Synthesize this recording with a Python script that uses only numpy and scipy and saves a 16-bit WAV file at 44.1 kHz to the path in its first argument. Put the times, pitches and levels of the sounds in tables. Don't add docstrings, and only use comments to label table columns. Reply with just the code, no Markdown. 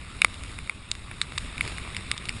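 import sys
import numpy as np
from scipy import signal
from scipy.fft import rfft, irfft
from scipy.io import wavfile
from scipy.ndimage import uniform_filter1d

SR = 44100
rng = np.random.default_rng(int(sys.argv[2]) if len(sys.argv) > 2 else 0)


def store_pcm(level_fs):
    pcm = np.round(np.clip(level_fs, -1, 1) * 32767).astype(np.int16)
    wavfile.write(sys.argv[1], SR, np.atleast_2d(pcm).T)


N = 105840

# pitch_hz, density_db (per Hz)
SURF_COLOUR = [(100, 11.5), (300, 0), (500, -6), (800, -8.5), (1220, 1), (1600, -5.5), (2250, 0.5),
               (2700, -0.5), (3150, -8.5), (3700, -0.5), (4300, -11), (5400, -14.5), (7000, -19),
               (7700, -17.5), (8500, -8.5), (9000, -14.5), (9900, -15.5), (10600, -20.5), (11300, -48.5)]
# time_s, level_db
SWELL_LEVEL = [(0.02, -44.5), (0.54, -44), (0.72, -46.5), (0.95, -47), (1.32, -44), (1.46, -42),
               (1.75, -40.5), (2.4, -41.5)]
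SURF_TRIM_DB, PATCH_RMS_DB, FLICKER_RMS_DB = 1, 1.78, 1.5

# centre_s, width_s, level_db
SPRAY_SHEET = (1.674, 0.048, -41)
# pitch_hz, density_db (per Hz)
SPRAY_COLOUR = [(100, -3), (300, 3), (800, -3), (2500, 0), (5000, -7), (10500, -16)]

# thud_db, knock_db, tick_db, fizz_db, top_db; then splatter_db (against the modes),
# rebound_delay_s, rebound_db (against the first tap)
DROP_HITS = [(0.2182, -1, -22, -18, -11.5, -14, -13.5, -30, 0.00077, -1),
             (0.2468, 3, 12.5, -5, -15.5, -12.5, -9, -42, 0.00089, -8),
             (0.3424, -28, -1, -5, -3, -5, -13, -26, 0.00032, -3),
             (0.4362, -29, 1, 3, 0, 3, -9, -20, 0.00031, -5),
             (0.5882, -20.5, -5, -14, -14, -10, -14, -28.0, 0.00083, -8),
             (0.6748, -29.5, -4, -8, -10, -7, -11, -28.0, 0.00087, -5),
             (0.6958, -11, 4, -12, -16, -16, -13, -23, 0.00087, -1.5),
             (0.915, -16.5, -22, -7.5, 9, 7.5, -13.5, -33, 0.00031, -12),
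             (0.952, -28.5, 6, -3, 0, -5, -15, -39, 0.00058, -15),
             (1.113, -21, 2, -11, -24, -30, -15.5, -30, 0.0012, -1),
             (1.2153, -14.5, -13, 0, 4, 3, -15, -17, 0.0005, -9),
             (1.237, -40, -11, -1, -7, -13, -9, -27.0, 0.00045, -10),
             (1.3216, -26.5, 13, 0.5, -5.5, -17, -8, -28.0, 0.00055, -9),
             (1.3785, -15.5, -20, 0, -1.5, -7, -12, -25.0, 0.0011, -2.5),
             (1.3822, -19, -12, -28, 5.5, 3.5, -15, -30, 0.00084, -12),
             (1.58, -17.5, -10, -21.5, -14, -15, -12, -28.0, 0.00076, -4),
             (1.609, -2.5, -9, -17, -19, -39, -10, -29, 0.00087, -13.5),
             (1.618, -32, -13, -7, -9, 3, -16, -23.0, 0.00032, -7),
             (1.677, -27, 0, 4, 2, 0, -9, -19.0, 0.00041, 0),
             (1.775, -33, -12, -11, 5, 0, -15, -25.0, 0.00045, -10),
             (1.783, -23.5, -15, -1, -5, -9, -10, -30, 0.00052, -6),
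             (1.876, -25, 7, 0.5, -13, -10, -16, -23, 0.00031, -4),
             (1.9474, -21.5, -7, -25, -10, -13, -13, -25, 0.00054, -1),
             (1.9662, -19.5, -1, 3, 1.5, -1.5, -12, -17, 0.00038, -2.5),
             (2.1149, -9, -8, -10, -1.5, -3.5, -9, -27.0, 0.00059, -11),
             (2.1785, -26.5, 2, -6, 7, 4, -10, -30, 0.00058, -7),
             (2.255, -30.5, -1, -21, 6, 2, -12, -23.0, 0.00034, -5),
             (2.2876, -16.5, -4, -24, -11, -18, -12, -25, 0.00068, -4),
             (2.2923, -17, -10, -13, -1, -2, -14, -19, 0.00038, -4)]
DROP_COLOUR_HZ = [500, 1200, 2300, 4000, 8400, 9900]
# pitch_hz, level_db, fall_by_60_db_s
SHELL_MODES = [(1210, -4, 0.009), (2168, -0.6, 0.007), (2800, -5.5, 0.009), (3700, -2.5, 0.0079),
               (4800, 1.5, 0.0021), (7640, 1, 0.0015), (8360, -8.5, 0.01), (9650, -1.5, 0.0089)]
DROP_TRIM_DB, SPLATTER_T60_S = -0.5, 0.074
BASS_HZ, BASS_DB = 80, -16

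MIST_PER_S, MIST_DB, MIST_SPREAD_DB = 110, -19.5, 9

# pitch_hz, density_db (per Hz)
WIND_COLOUR = [(10, -11), (25, -5.5), (50, 0), (95, -2), (140, -9), (200, -13.5), (300, -20), (500, -26.5),
               (1200, -33)]
# time_s, level_db
GUST_LEVEL = [(0.0, -43.5), (0.15, -42), (0.5, -38.5), (0.87, -50.5), (0.92, -43.5), (1.3, -42.5),
              (1.44, -34.5), (1.54, -46.5), (1.61, -36), (2.21, -45.5), (2.37, -35.5), (2.4, -43)]
WIND_TRIM_DB, BUFFET_RMS_DB = -0.9, 0.8

NOTCH_HZ, NOTCH_WIDTH_HZ, NOTCH_DB = 6064, 380, -17
EDGE_HZ = 11000


def amp(db):
    return 10 ** (np.asarray(db) / 20)


def unit(x):
    return x / np.sqrt(np.mean(x ** 2) + 1e-20)


def read(points, hz):
    point_hz, value = np.transpose(points)
    return np.interp(np.log(hz + 1), np.log(point_hz + 1), value)


def level(points):
    return amp(np.interp(np.arange(N) / SR, *np.transpose(points)))


def add(mix, start_s, sound):
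    part = mix[max(round(start_s * SR), 0):][:len(sound)]
    part += sound[:len(part)]


def wander(rate_hz):
    ratio = np.fft.rfftfreq(N, 1 / SR) / rate_hz
    spectrum = rfft(rng.standard_normal(N)) * ratio * np.exp(-ratio ** 2)
    return unit(irfft(spectrum, N))


def noise(points):
    gain = amp(read(points, np.fft.rfftfreq(N, 1 / SR)))
    return unit(irfft(rfft(rng.standard_normal(N)) * gain, N))


def surf():
    hz, _, grid = signal.stft(rng.standard_normal(N), SR, nperseg=512, noverlap=384)
    patches = uniform_filter1d(rng.standard_normal(grid.shape), size=7, axis=0)
    patches = unit(uniform_filter1d(patches, size=9, axis=1))
    grid = grid * amp(read(SURF_COLOUR, hz)[:, None] + PATCH_RMS_DB * patches)
    rush = signal.istft(grid, SR, nperseg=512, noverlap=384)[1][:N]
    flicker_db = FLICKER_RMS_DB * wander(rate_hz=100)
    return unit(rush) * level(SWELL_LEVEL) * amp(SURF_TRIM_DB + flicker_db)


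def sheet():
    centre_s, width_s, level_db = SPRAY_SHEET
    ragged = amp(level_db + 3.2 * wander(rate_hz=110))
    bell = np.exp(-0.5 * ((np.arange(N) / SR - centre_s) / width_s) ** 2)
    return ragged * noise(SPRAY_COLOUR) * bell


def tint(x, points, size=2048):
    log_gain = np.log(amp(read(points, abs(np.fft.fftfreq(size, 1 / SR)))))
    response = np.exp(np.conj(signal.hilbert(log_gain)))
    return np.fft.ifft(np.fft.fft(x, size) * response).real


def ring(splatter_db, scatter_db, size=1500):
    t = np.arange(size) / SR
    modes = np.zeros(size)
    for k, (hz, db, t60_s) in enumerate(SHELL_MODES):
        spot_db = scatter_db * rng.standard_normal()
        sign = (-1) ** k
        modes += sign * amp(db + spot_db - 60 * t / t60_s) * np.sin(2 * np.pi * hz * t)
    fade = amp(-60 * t / SPLATTER_T60_S)
    return modes + amp(splatter_db) * fade * rng.standard_normal(size)


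def drops():
    out = np.zeros(N)
    for start_s, db, thud, knock, tick, fizz, top, splatter, rebound_s, rebound_db in DROP_HITS:
        colour_db = [thud, knock, 0, tick, fizz, top]
        colour = [(BASS_HZ, thud + BASS_DB), *zip(DROP_COLOUR_HZ, colour_db)]
        tap = amp(DROP_TRIM_DB + db) * tint(ring(splatter, scatter_db=1.5), colour)
        add(out, start_s, tap)
        add(out, start_s + rebound_s, amp(rebound_db) * tap)
    return out


def mist(spots=12):
    out = np.zeros(N)
    for _ in range(spots):
        landed = rng.random(N) < MIST_PER_S / spots / SR
        strength = amp(MIST_SPREAD_DB * np.minimum(rng.exponential(1, N), 3))
        out += signal.oaconvolve(landed * strength, ring(splatter_db=-20, scatter_db=0.5))[:N]
    return amp(MIST_DB) * level(SWELL_LEVEL) * unit(out)


def wind():
    buffets = amp(BUFFET_RMS_DB * wander(rate_hz=13.6))
    rumble = unit(noise(WIND_COLOUR) * buffets)
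    return level(GUST_LEVEL) * rumble * amp(WIND_TRIM_DB)


def scene():
    mono = surf() + sheet() + drops() + mist() + wind()
    return np.array([mono, mono])


def record(dry):
    hz = np.fft.rfftfreq(N, 1 / SR)
    notch = amp(NOTCH_DB * np.exp(-((hz - NOTCH_HZ) / NOTCH_WIDTH_HZ) ** 2))
    flattened = np.clip(irfft(rfft(dry) * notch, N), -1, 1)
    low_pass = signal.firwin(301, EDGE_HZ, window=("kaiser", 8), fs=SR)
    return signal.oaconvolve(flattened, low_pass[None], "same")


dry = scene()
out = record(dry)
store_pcm(out)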